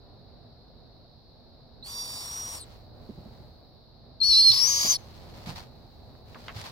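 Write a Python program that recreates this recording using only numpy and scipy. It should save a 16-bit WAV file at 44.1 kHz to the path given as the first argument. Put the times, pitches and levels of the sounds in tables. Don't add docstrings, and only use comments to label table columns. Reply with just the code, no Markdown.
import sys
import numpy as np
from scipy import signal
from scipy.fft import rfft, irfft, next_fast_len
from scipy.io import wavfile

SR = 44100
rng = np.random.default_rng(int(sys.argv[2]) if len(sys.argv) > 2 else 0)


def master_out(mix):
    frames = np.transpose(np.atleast_2d(mix))
    ceiling = np.clip(frames, -1, 1)
    pcm = np.round(ceiling * 32767).astype(np.int16)
    wavfile.write(sys.argv[1], SR, pcm)


N = 296087
T = np.arange(N) / SR

UPPER_LATE_S = 0.0174

# (time [s], pitch before scoop and sag [Hz], level [dB])
SOFT_UPPER_VOICE = [(1.89, 5795, -50), (1.922, 5620, -44.5), (2.022, 5630, -36.5), (2.058, 5610, -44),
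                    (2.19, 5550, -43.5), (2.41, 5710, -36.5), (2.56, 5655, -43)]
# (time [s], level [dB])
SOFT_LOWER_VOICE = [(1.93, -44.5), (2.0, -37), (2.04, -43), (2.19, -43.5), (2.3, -54), (2.56, -60),
                    (2.6, -48)]
# (frequency [Hz], relative level [dB], left minus right [dB])
SOFT_AIR_COLOUR = [(200, -18, -1), (1070, 0.5, 3), (1530, -9, 0), (3020, -8.5, -4.5), (3670, -7.5, -3),
                   (4570, -2.5, -2), (6060, -11, 5), (7260, -4, 3.5), (9140, -1, 11.5), (9650, -8, -12),
                   (12700, -12, -13), (16000, -15, 2)]
SOFT_LOWER_HZ = 4630
SOFT_START_S, SOFT_END_S = 1.825, 2.648
SOFT_AIR_START_DB, SOFT_SWELL_DB_PER_S = -47.5, 9
SCOOP, SCOOP_S = 0.15, 0.07


def soft_call():
    air_db = SOFT_AIR_START_DB + SOFT_SWELL_DB_PER_S * (T - SOFT_START_S)
    scoop = 1 - SCOOP * (1 - ramp(SOFT_START_S, SCOOP_S)) ** 2
    glide = scoop * sag(SOFT_END_S, length_s=0.11)
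    high_hz, high_db = curves(SOFT_UPPER_VOICE)
    low_db, = curves(SOFT_LOWER_VOICE)
    low_hz, high_hz = SOFT_LOWER_HZ * glide, high_hz * glide
    low_rough = roughness(low_db, air_db, level_rough=0.37)
    high_rough = roughness(high_db, air_db, level_rough=0.22)

    low = membrane(low_hz, low_db, low_rough, pan_db=-4, jitter_hz=400, jitter_rate=1600, shimmer=0.6)
    high = membrane(high_hz, high_db, high_rough, pan_db=0, jitter_hz=380, jitter_rate=1200, shimmer=0.6)
    squeak = membrane(2.105 * low_hz, db=-42.5, rough=0.49, pan_db=9.5,
                      jitter_hz=610, jitter_rate=1700, shimmer=0.5)
    drive_db = (low_db + air_db) / 2
    mixes = undb(-5.5) * combination_tones(
        0, (low_hz, drive_db, low_rough), (high_hz, drive_db, high_rough), jitter_hz=298)
    rush = air(SOFT_AIR_COLOUR, likeness=0.42, rasp_db=2) * pan(np.array([3])) * undb(air_db)

    low_env = envelope(SOFT_START_S, SOFT_END_S, attack_s=0.0027, release_s=0.015)
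    squeak_env = envelope(2.597, SOFT_END_S, attack_s=0.019, release_s=0.034)
    high_env = envelope(SOFT_START_S + UPPER_LATE_S, 2.61, attack_s=0.06, release_s=0.061)
    air_env = envelope(1.836, 2.63, attack_s=0.035, release_s=0.075)
    return (tone(*low, lead=1.55) * low_env
            + tone(*squeak, lead=0) * squeak_env
            + (tone(*high, lead=0) + mixes) * high_env
            + rush * air_env)


# (time [s], pitch before sag [Hz], level [dB], left minus right [dB])
LOUD_LOWER_VOICE = [(4.217, 4143, -19, 4.5), (4.275, 4450, -22, 11.5), (4.31, 4233, -18, 5),
                    (4.35, 4014, -18.5, -4), (4.395, 4210, -15.5, -2), (4.435, 4220, -19, -6),
                    (4.47, 4246, -13, -5), (4.505, 4152, -14, -8), (4.54, 4736, -31.5, -8),
                    (4.62, 4844, -29.5, 5), (4.92, 4976, -30.5, 2)]
# (time [s], pitch before sag [Hz], level [dB], left minus right [dB])
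LOUD_UPPER_VOICE = [(4.228, 5476, -35, 11), (4.265, 5660, -30.5, 15), (4.345, 5306, -25, 15),
                    (4.405, 5457, -25, 12.07), (4.433, 5230, -35.5, 7.3), (4.48, 5396, -24.5, 12),
                    (4.57, 5350, -26, 11), (4.63, 5540, -18.5, 17), (4.685, 6000, -23.5, 17),
                    (4.73, 5866, -27, 6), (4.86, 6090, -33.5, 3), (4.91, 6254, -18, 6),
                    (4.94, 6110, -31.5, 4)]
# (time [s], offset above the lower voice's pitch [Hz], level [dB])
SIDE_TONE = [(4.29, 255, -29), (4.345, 410, -22), (4.395, 250, -25.5), (4.435, 350, -22.5),
             (4.49, 160, -38), (4.515, 152, -21.5), (4.56, 110, -28.5)]
# (frequency [Hz], relative level [dB], left minus right [dB])
LOUD_AIR_COLOUR = [(204, -9.5, 2), (753, -8, 6), (1085, 3, 0.5), (1430, -13.5, 4), (2246, -0.5, 1.5),
                   (2610, -5.5, -2.5), (3130, 3, 0), (3830, -1.5, -1.5), (4780, 9.5, -1.5), (6200, 1, 8),
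                   (7130, -4.5, 6.5), (9770, -7, -1.5), (11780, -4.5, -9.5), (14400, -15, -5),
                   (15710, -7.5, -1)]
LOUD_START_S, LOUD_END_S = 4.21, 4.972
LOUD_AIR_START_DB, LOUD_SWELL_DB_PER_S = -43, 13
BREAK_S, BREAK_LENGTH_S, BREAK_AIR_DB = 4.495, 0.043, 5.5
TOP_START_S, TOP_END_S, TOP_ABOVE_HZ = 4.645, 4.945, 600
TOP_START_DB, TOP_FADE_DB_PER_S = -26.5, -39


def loud_call():
    air_db = LOUD_AIR_START_DB + LOUD_SWELL_DB_PER_S * (T - LOUD_START_S)
    air_db = air_db + BREAK_AIR_DB * ramp(BREAK_S, BREAK_LENGTH_S)
    glide = sag(LOUD_END_S, length_s=0.06)
    low_hz, low_db, low_pan = curves(LOUD_LOWER_VOICE)
    high_hz, high_db, high_pan = curves(LOUD_UPPER_VOICE)
    low_hz, high_hz = low_hz * glide, high_hz * glide
    low_rough = roughness(low_db, air_db, level_rough=0.478)
    high_rough = roughness(high_db, air_db, level_rough=0.19)
    top_db = TOP_START_DB + TOP_FADE_DB_PER_S * np.maximum(T - TOP_START_S, 0)
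    beat_hz, side_db = curves(SIDE_TONE)
    side_rough = 0.05 + 0.644 * ramp(BREAK_S, BREAK_LENGTH_S / 2)
    side_hz = np.interp(np.minimum(T, BREAK_S), T, low_hz) + beat_hz

    low = membrane(low_hz, low_db, low_rough, low_pan, jitter_hz=340, jitter_rate=1600, shimmer=0.35)
    side = membrane(side_hz, side_db, side_rough, pan_db=1, jitter_hz=340, jitter_rate=1600, shimmer=0.35)
    top = membrane(high_hz + TOP_ABOVE_HZ, top_db, high_rough, pan_db=0,
                   jitter_hz=340, jitter_rate=1600, shimmer=0.35)
    high = membrane(high_hz, high_db, high_rough, high_pan, jitter_hz=260, jitter_rate=1300, shimmer=0.4)
    pip = membrane(hz=4400, db=-29.5, rough=0.2, pan_db=12, jitter_hz=340, jitter_rate=1200, shimmer=0.35)

    low_phase, (side_phase, side_size) = low[0], side
    beating = envelope(LOUD_START_S + UPPER_LATE_S, 4.63, attack_s=0.01, release_s=0.051)
    band_below = undb(-14) * tone(2 * low_phase - side_phase, side_size, lead=2)
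    band_above = undb(-18) * tone(2 * side_phase - low_phase, side_size, lead=1)
    mixes = combination_tones(1, (low_hz, (low_db + air_db) / 2, low_rough),
                              (high_hz, (high_db + air_db) / 2, high_rough), jitter_hz=232)
    mixes = mixes * (1 + 0.76 * beating * np.cos(side_phase - low_phase))
    mixes = mixes * undb(-18) * pan(np.array([-4]))
    rush = air(LOUD_AIR_COLOUR, likeness=0.53, rasp_db=2) * undb(air_db)

    pip_env = envelope(4.202, 4.213, attack_s=0.002, release_s=0.007)
    low_env = envelope(LOUD_START_S, LOUD_END_S, attack_s=0.006, release_s=0.0092)
    top_env = envelope(TOP_START_S, TOP_END_S, attack_s=0.044, release_s=0.015)
    high_env = envelope(LOUD_START_S + UPPER_LATE_S, LOUD_END_S, attack_s=0.0068, release_s=0.0093)
    air_env = envelope(LOUD_START_S, 4.965, attack_s=0.11, release_s=0.035)
    return (tone(*pip, lead=0.9) * pip_env
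            + tone(*low, lead=0.97) * low_env
            + (tone(*side, lead=1) + band_below + band_above) * beating
            + tone(*top, lead=0.99) * top_env
            + (tone(*high, lead=-1.6) + mixes) * high_env
            + rush * air_env)


def membrane(hz, db, rough, pan_db, jitter_hz, jitter_rate, shimmer):
    hz = hz + rough * jitter_hz * (flutter(jitter_rate) + 0.15 * flutter(140))
    shake = rough * shimmer
    size = undb(db) * np.exp(shake * flutter(900) - shake ** 2)
    return 2 * np.pi * np.cumsum(hz) / SR, size * pan(pan_db + np.zeros(N))


def tone(phase, size, lead):
    return np.sqrt(2) * size * np.cos(phase + lead / 2 * np.array([[1], [-1]]))


# (multiple of lower voice, multiple of upper voice,
#                     level over the drive in the soft call [dB], same in the loud call [dB]), before call trim
COMBINATIONS = [(-1, 1, -6.5, -16.5), (-2, 2, -24, -12), (2, -1, 0, -1), (-1, 2, -7.5, -7.5),
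                (3, -2, -27, -22), (2, 0, -3.5, -1.5), (1, 1, -13, 1.5), (0, 2, -2.5, 2),
                (4, -1, -14, -18.5), (2, 1, -6.5, -13.5)]


def combination_tones(call, low, high, jitter_hz):
    out = 0
    for m, n, *levels_db in COMBINATIONS:
        _, drive_db, rough = low if m else high
        hz = m * low[0] + n * high[0] + jitter_hz * np.sqrt(rough) * flutter(1300)
        phase = 2 * np.pi * np.cumsum(hz) / SR
        size = undb(drive_db + levels_db[call] + 2 * flutter(300))
        out = out + tone(phase, size, lead=1.56)
    return out


def air(throat, likeness, rasp_db):
    hz, db, pan_db = np.transpose(throat)
    left, right = lagged(pair(likeness) * undb(rasp_db * flutter(500)))
    return np.array([colour(left, np.c_[hz, db + pan_db / 2]),
                     colour(right, np.c_[hz, db - pan_db / 2])])


ROUGHENING = 0.603


def roughness(db, air_db, level_rough):
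    return np.clip(level_rough * undb(ROUGHENING * (air_db - db)), 0, 1)


SAG = 0.19


def sag(end_s, length_s):
    return 1 - SAG * ramp(end_s - length_s, length_s) ** 2


# (time [s], peak before panning [dB], pitch [Hz], t60 [s])
BOX_BUMPS = [(3.087, -30, 230, 0.067), (3.172, -35.5, 205, 0.13), (3.254, -36.5, 216, 0.075),
             (3.398, -41, 125, 0.11), (4.281, -34.5, 63, 0.14), (4.488, -35, 115, 0.21),
             (4.843, -31, 211, .11), (4.846, -31, 600, 0.1), (5.467, -31, 129, 0.15),
             (5.51, -36.5, 100, 0.27), (6.553, -29.5, 102, 0.09)]


def bumps():
    knocks = contacts(BOX_BUMPS, rise_s=0.0031, sharpness=4.4, likeness=0.77, dull=2.32)
    return knocks * pan(np.array([-3]))


# (time [s], peak [dB], brightest frequency [Hz], t60 [s])
BEAK_CLICKS = [(4.212, -43, 6010, .006), (6.151, -44.5, 750, 0.021), (6.3455, -36.5, 2030, 0.025),
               (6.353, -37, 865, 0.12), (6.482, -25, 2060, 0.02), (6.49, -31, 1470, 0.089),
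               (6.6025, -50, 5000, .008), (6.615, -29.5, 4840, 0.0081), (6.657, -40, 1100, .05)]


def clicks():
    return contacts(BEAK_CLICKS, rise_s=0.0001, sharpness=0.68, likeness=0.1, dull=1.85)


def contacts(rows, rise_s, sharpness, likeness, dull):
    out = np.zeros((2, N + SR))
    for time_s, peak_db, hz, t60 in rows:
        y = blow(hz, t60, rise_s, sharpness, likeness)
        y = signal.sosfilt(signal.butter(3, min(dull * hz, 0.45 * SR), fs=SR, output="sos"), y)
        start = int(time_s * SR)
        out[:, start:start + y.shape[1]] += undb(peak_db) * y / np.abs(y).max()
    return out[:, :N]


def blow(hz, t60, rise_s, sharpness, likeness):
    t = T[:SR // 3]
    shudder = rng.standard_normal(len(t)) + (1 - likeness) * rng.standard_normal((2, len(t)))
    push = shudder * (1 - np.exp(-t / rise_s)) * np.exp(-np.log(1000) * t / t60)
    return signal.lfilter(*signal.iirpeak(min(hz, SR / 4), max(sharpness, 0.6), fs=SR), push)


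# (time [s], length [s], level [dB])
SHUFFLE_MOVES = [(2.56, 0.18, -59), (2.9, 0.49, -65), (4.88, .42, -56.5), (5.301, 0.18, -53),
                 (5.453, 0.048, -42), (5.55, 0.033, -42), (5.55, 0.63, -68.5), (6.24, 0.14, -59),
                 (6.338, .21, -54.5), (6.539, 0.074, -42.5), (6.632, 0.032, -41)]
# (frequency [Hz], relative level [dB])
BEDDING_COLOUR = [(100, -12.5), (400, -7.5), (850, 6), (1400, -2.5), (2200, -3), (3000, -5), (4500, 0),
                  (6500, -12.5), (9000, -18), (16000, -22.5)]
RISE_SHARE, FADE_SHARE, SHORTEST_FADE_S = 0.31, 0.25, 0.029


def rustle():
    moves = []
    for start_s, length_s, db in SHUFFLE_MOVES:
        rise = ramp(start_s, RISE_SHARE * length_s)
        after_s = np.maximum(T - start_s - length_s, 0)
        fade = np.exp(-after_s / (SHORTEST_FADE_S + FADE_SHARE * length_s))
        moves.append(undb(db) * rise * fade)
    effort = np.max(moves, axis=0)
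    slips = lagged(pair(0.11) * undb(2 * flutter(700) + 0.54 * flutter(60)))
    down = colour(pair(0), [(4000, -40), (13000, 0)]) * undb(-42) * effort ** 0.48
    return colour(slips, BEDDING_COLOUR) * effort + down


def room_tail(x, t60=0.378, wet_db=-33):
    t = T[:SR // 2]
    response = rng.standard_normal((2, len(t))) * np.exp(-np.log(1000) * t / t60) * (t > 0.004)
    response /= np.sqrt(np.sum(response ** 2, axis=1, keepdims=True))
    return undb(wet_db) * signal.fftconvolve(x, response, axes=1)[:, :N]


# (frequency [Hz], relative level [dB])
ROOM_COLOUR = [(12, -40.5), (20, -9), (55, -2.5), (124, -2.5), (205, -12.5), (237, -6.5), (269, -14.5),
               (706, -14.5), (947, -23), (3000, -47), (3900, -75.5), (6600, -120)]
# (time [s], level over the base [dB])
RUMBLE_STIR = [(0, 3), (1.2, -0.5), (2.2, 3.5), (3.4, 5), (3.7, -1), (4.6, 4), (5.5, 7.5), (5.8, 3),
               (6.7, 6.5)]
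# (frequency [Hz], relative level [dB])
HISS_COLOUR = [(2500, -21.5), (3300, -16.5), (3900, 3), (4300, 3.5), (4900, -4), (5600, -18.5),
               (6500, -35.5), (9000, -39.5), (13000, -27), (16000, -30)]
RUMBLE_BASE_DB, HISS_DB = -53.5, -62


def background():
    stir_db, = curves(RUMBLE_STIR)
    rumble = colour(pair(0.58) * undb(0.77 * flutter(13)), ROOM_COLOUR) * undb(RUMBLE_BASE_DB + stir_db)
    hiss = undb(HISS_DB) * colour(pair(0.02), HISS_COLOUR)
    return rumble * pan(np.array([-1.6])) + hiss


def undb(db):
    return 10 ** (np.asarray(db) / 20)


def curves(rows):
    s, *columns = np.transpose(rows)
    return [np.interp(T, s, c) for c in columns]


def ramp(start_s, length_s):
    return np.clip((T - start_s) / max(length_s, 1 / SR), 0, 1)


def envelope(start_s, end_s, attack_s, release_s):
    return ramp(start_s, attack_s) * (1 - ramp(end_s - release_s, release_s))


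def flutter(rate):
    knots = rng.standard_normal(N)
    return np.interp(T * min(rate, SR / 2), np.arange(N), knots) / np.sqrt(2 / 3)


def pair(likeness):
    mid, side = rng.standard_normal((2, N))
    c = np.clip(likeness, -0.98, 0.98)
    return (np.sqrt(1 + c) * mid + np.sqrt(1 - c) * side * np.array([[1], [-1]])) / np.sqrt(2)


def colour(x, points):
    hz, db = np.transpose(points)
    size = next_fast_len(N)
    f = np.maximum(np.fft.rfftfreq(size, 1 / SR), 1)
    gain = undb(np.interp(np.log(f), np.log(hz), db))
    y = irfft(rfft(x, size) * gain, size)[..., :N]
    return y / y.std()


def pan(db):
    g = undb(np.array([db, -db]) / 2)
    return g / np.sqrt(np.mean(g ** 2, axis=0))


RIGHT_LAG_S = 0.00015


def lagged(x):
    return np.array([x[0], np.roll(x[1], int(round(RIGHT_LAG_S * SR)))])


def scene():
    near = soft_call() + loud_call() + bumps() + clicks() + rustle()
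    return near + room_tail(near) + background()


TOP_HZ = 15850


def record(dry):
    return signal.sosfilt(signal.ellip(10, 0.2, 80, TOP_HZ, fs=SR, output="sos"), dry)


dry = scene()
out = record(dry)
master_out(out)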